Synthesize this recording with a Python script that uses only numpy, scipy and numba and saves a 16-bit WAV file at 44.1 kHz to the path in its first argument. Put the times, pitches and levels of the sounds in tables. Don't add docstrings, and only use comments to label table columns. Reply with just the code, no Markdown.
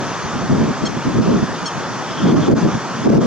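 import sys
import numpy as np
from scipy import signal
from scipy.fft import rfft, irfft, next_fast_len
from scipy.io import wavfile
from scipy.ndimage import uniform_filter1d, map_coordinates
from numba import njit

SR = 44100
rng = np.random.default_rng(int(sys.argv[2]) if len(sys.argv) > 2 else 0)


def wav_record(signal):
    frames = np.transpose(np.atleast_2d(signal))
    bounded = np.clip(frames, -1, 1)
    quanta = np.round(bounded * 32767).astype(np.int16)
    wavfile.write(sys.argv[1], SR, quanta)


N = 143766
TIME_S = np.arange(N) / SR


def amp(db):
    return 10 ** (np.asarray(db) / 20)


def unit(x):
    return x / np.sqrt(np.mean(x ** 2) + 1e-20)


def over_time(points):
    return np.interp(TIME_S, *np.transpose(points))


def along(points, hz):
    f, v = np.transpose(points)
    return np.interp(np.log(hz + 1), np.log(f + 1), v)


def wobble(rate):
    knots = rng.standard_normal(int(N * 100 / SR) + 9)
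    return map_coordinates(knots, [TIME_S * rate])


def filtered(x, response):
    m = next_fast_len(N + SR // 2)
    spectrum = rfft(x, m) * response(np.fft.rfftfreq(m, 1 / SR))
    return irfft(spectrum, m)[..., :N]


def gate(start_s, length_s, attack_s, release_s):
    t = TIME_S - start_s
    edges = np.minimum(t / attack_s, (length_s - t) / release_s)
    return np.sin(np.pi / 2 * np.clip(edges, 0, 1))


def stereo_noise(white, spectrum, alike):
    def mid_side_response(hz):
        turn = np.arccos(along(alike, hz)) / 2
        return amp(along(spectrum, hz)) * [np.cos(turn), np.sin(turn)]

    mid, side = filtered(white, mid_side_response)
    return unit(np.array([mid + side, mid - side]))


def wind():
    # (time [s], level [dB])
    gusts = [(0.0, -29), (0.09, -34.5), (0.32, -32.5), (0.36, -22.5), (0.39, -27), (0.43, -23.5),
             (0.48, -26), (0.51, -14.5), (0.58, -16), (0.61, -14), (0.66, -19.5), (0.71, -14.5),
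             (0.73, -26.5), (0.81, -31), (0.84, -20.5), (0.96, -29.5), (0.97, -19.5), (1.04, -35),
             (1.06, -18), (1.13, -23), (1.15, -16), (1.31, -15), (1.33, -11.5), (1.42, -20.5),
             (1.43, -11.5), (1.46, -32.5), (1.54, -23), (1.57, -32.5), (1.67, -31.5), (1.68, -46),
             (1.75, -35.5), (1.78, -28.5), (1.88, -35), (2.11, -32), (2.31, -12), (2.46, -19), (2.5, -10),
             (2.61, -18.5), (2.66, -16.5), (2.72, -25), (2.76, -17.5), (2.81, -37), (3.03, -24.5),
             (3.07, -12.5), (3.12, -15), (3.15, -11.5), (3.18, -15.5), (3.26, -14)]
    # (centre [s], length [s], level change [dB])
    brief_changes = [(0.577, .02, 0), (1.19, 0.036, 2.5), (1.327, .03, -3.5), (2.335, 0.0067, 4.5),
                     (2.351, 0.011, 10), (2.494, .03, 2), (2.539, 0.0087, 9), (2.664, 0.026, 8),
                     (3.072, 0.025, 7.5), (3.106, 0.03, 6.5), (3.135, 0.0092, 8), (3.16, 0.011, 8),
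                     (3.188, .025, 10)]
    # (time [s], bright edge gain [dB])
    brightness = [(0, 8), (.4, -13), (.6, -5.5), (.9, 4), (1.1, -15), (1.3, 2), (1.5, -5), (2, -7),
                  (2.3, 1.5), (2.5, 2.5), (2.7, -4), (3.1, 3.5), (3.26, 2.5)]
    # (time [s], gain [dB])
    deep_weight = [(0, 3.5), (.3, 7), (.7, 3), (1.1, 2), (1.4, -1), (1.8, 5.5), (2.1, -0.5), (2.5, -0.5),
                   (2.8, -1), (3.26, -4)]
    # (frequency [Hz], level per Hz [dB])
    thud_colour = [(15, -55.5), (25, -24.5), (75, -15.5), (145, 1.5), (226, 2.5), (436, -11), (480, -16.5),
                   (653, -15.5), (700, -17), (910, -59), (1540, -120)]
    # (frequency [Hz], level per Hz [dB])
    edge_colour = [(100, -38.5), (200, -8), (300, -1), (400, -4), (550, -10.5), (800, -19.5), (1200, -27.5),
                   (2500, -50.5)] + [(9000, -120)]
    # (frequency [Hz], level per Hz [dB])
    crackle_colour = [(1000, -90), (7000, -20), (11000, 0), (16000, -2)]
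    # (frequency [Hz], likeness [-1 to 1])
    ports_alike = [(30, 0.021), (75, 0.41), (150, 0.0091), (300, 0.28), (600, 0)]
    port_db, deep_hz = 2, 112
    flutter_db, fast_flutter_db = 2.5, 1.5
    edge_db, edge_grows, edge_from_db = -5.5, 0.53, -6
    thud_gives_way = 0.39
    crackle_db, crackle_scatter_db = -58, 5

    level_db = over_time(gusts) + port_db
    level_db = level_db + sum(change * np.exp(-(2 * (TIME_S - centre) / length) ** 2)
                              for centre, length, change in brief_changes)
    bright_db = over_time(brightness) + edge_grows * (level_db - edge_from_db)

    def fluttering(colour):
        fast = np.array([wobble(rate=60), wobble(rate=33)])
        flutter = unit(amp(flutter_db * wobble(rate=25) + fast_flutter_db * fast))
        return flutter * stereo_noise(rng.standard_normal((2, N)), colour, ports_alike)

    thud = fluttering(thud_colour)
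    edge = fluttering(edge_colour)
    deep = filtered(thud, lambda hz: 1 / (1 + (hz / deep_hz) ** 6))
    thud = thud + (amp(over_time(deep_weight)) - 1) * deep

    crackle = stereo_noise(rng.standard_normal((2, N)), crackle_colour, [(1000, .4)])
    crackle = unit(amp(crackle_scatter_db * wobble(rate=99)) * crackle)

    thud_gain = amp(-thud_gives_way * np.maximum(bright_db, 0))
    edge_gain = amp(edge_db + bright_db)
    return amp(level_db) * (amp(crackle_db) * crackle + thud_gain * thud + edge_gain * edge)


def field():
    # (frequency [Hz], level per Hz [dB])
    roar_colour = [(20, -48.5), (60, -29.5), (135, -1), (237, -7.5), (392, -5), (576, -7), (954, -4),
                   (1250, -4.5), (1580, -8.5), (1850, -11.5), (2050, -15.5), (2700, -18.5), (3500, -18),
                   (3900, -23), (4500, -20), (6360, -18.5), (7480, -30), (9720, -42), (12000, -51.5),
                   (16000, -65)]
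    # (frequency [Hz], likeness [-1 to 1])
    sides_alike = [(60, 0.71), (120, .5), (230, 0.73), (460, 1), (910, 0.97), (1800, 0.9), (3560, 1),
                   (5500, 0.42), (7030, 0.5), (9000, 0.82), (12000, 0.17), (15000, .6)]
    # (frequency [Hz], left over right [dB])
    leans = [(100, 1), (650, 0), (2140, 0), (7030, 1.4), (12000, -0.5)]
    # (time [s], level [dB])
    drift = [(0, 2), (.5, 0), (1.5, -0.1), (2.2, 0.83), (3.26, 0)]
    base_db, patch_db, left_lag_s = -25.5, 1.24, 4.2e-5

    z = signal.stft(rng.standard_normal((2, N)), nperseg=512)[2]
    patches = uniform_filter1d(rng.standard_normal(z.shape[1:]), size=6, axis=0)
    patches = uniform_filter1d(patches, size=12, axis=1)
    pair = signal.istft(z * amp(patch_db * unit(patches)), nperseg=512)[1][:, :N]

    sides = np.array([[.5], [-.5]])

    def placement(hz):
        return amp(sides * along(leans, hz)) * np.exp(-2j * np.pi * hz * sides * left_lag_s)

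    placed = filtered(stereo_noise(pair, roar_colour, sides_alike), placement)
    return amp(base_db + over_time(drift)) * unit(placed)


def squeaks():
    # (start [s], length [s], top pitch [Hz], gain [dB], end pitch under the top [0-1])
    calls = [(.852, 0.031, 1092, -30.5, .045), (1.655, 0.04, 1101, -30.5, .075)]
    # (multiple, first squeak [dB], second squeak [dB], change by the end of the second [dB])
    overtones = [(2, -12, -25, -3), (3, 0.5, -1, 3), (4, -1.5, -2, -5), (5, -2.5, 2.5, -8),
                 (6, -2.5, -2, -6), (7, -10, -17, 1), (8, -24, -17, 7.5), (9, -38, -32, -6),
                 (10, -38, -32, -10)]
    rise, top_at = .045, .3
    attack_s, release_s, shimmer_db = 0.0039, 0.011, 3

    out = np.zeros(N)
    for i, (start, length, top_hz, db, fall) in enumerate(calls):
        u = np.clip((TIME_S - start) / length, 0, 1)
        before = np.maximum(1 - u / top_at, 0)
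        after = np.maximum(u - top_at, 0) / (1 - top_at)
        turns = np.cumsum(top_hz * (1 - rise * before ** 2 - fall * after ** 1.35)) / SR
        progress = after * length / calls[-1][1]
        stack = np.zeros(N)
        for row in overtones:
            tone_db = row[1 + i] + row[3] * progress + shimmer_db * wobble(rate=99)
            stack += amp(tone_db) * np.sin(2 * np.pi * round(row[0]) * turns)
        out += amp(db) * gate(start, length, attack_s, release_s) * stack
    return out


def far_birds():
    # (start [s], length [s], centre [Hz], level [dB])
    notes = [(2.072, .093, 3170, -38.5), (2.162, .055, 3200, -35.5), (2.21, .118, 3330, -37),
             (2.412, .07, 3300, -37)]
    pulse_hz, width_hz, roughness, edge_s = 272, 340, .45, .014
    peep_start_s, peep_length_s, peep_hz, peep_db = 1.575, .055, 2450, -39

    turns = np.cumsum(pulse_hz * (1 + .015 * wobble(rate=20))) / SR
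    pulses = unit(np.diff(np.floor(turns), prepend=0))
    voice = (1 - roughness) * pulses + roughness * rng.standard_normal(N)

    peep_turns = np.cumsum(peep_hz * (1 + .006 * wobble(rate=40))) / SR
    peep_gate = gate(peep_start_s, peep_length_s, edge_s, edge_s)
    out = amp(peep_db) * peep_gate * np.sin(2 * np.pi * peep_turns)
    for start, length, centre_hz, db in notes:
        note = unit(filtered(voice, lambda hz: np.exp(-((hz - centre_hz) / width_hz) ** 2)))
        out += amp(db) * gate(start, length, edge_s, edge_s) * note
    return out


def scene():
    bird_left_db = 1.3
    birds = (squeaks() + far_birds()) * amp([[bird_left_db], [-bird_left_db]])
    return wind() + field() + birds


@njit
def follow(peak, attack, release):
    out, level = np.empty_like(peak), 0.0
    for i in range(len(peak)):
        level += (peak[i] - level) * (attack if peak[i] > level else release)
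        out[i] = level
    return out


def record(dry):
    # (frequency [Hz], level per Hz [dB])
    hiss_colour = [(1000, -93)] + [(6000, -30), (10000, -3), (12000, 0), (16000, -3)]
    limit_db, step_db, attack_s, release_s = -6.5, .2, .0007, .01
    hiss_db, top_hz = -72, 15760

    level = follow(np.abs(dry).max(axis=0), 1 / (1 + attack_s * SR), 1 / (1 + release_s * SR))
    cut_db = np.maximum(20 * np.log10(level + 1e-9) - limit_db, 0)
    limited = dry * amp(-step_db * np.round(cut_db / step_db))
    hiss = amp(hiss_db) * stereo_noise(rng.standard_normal((2, N)), hiss_colour, [(1000, .4)])
    return filtered(limited + hiss, lambda hz: hz < top_hz)


dry = scene()
out = record(dry)
wav_record(out)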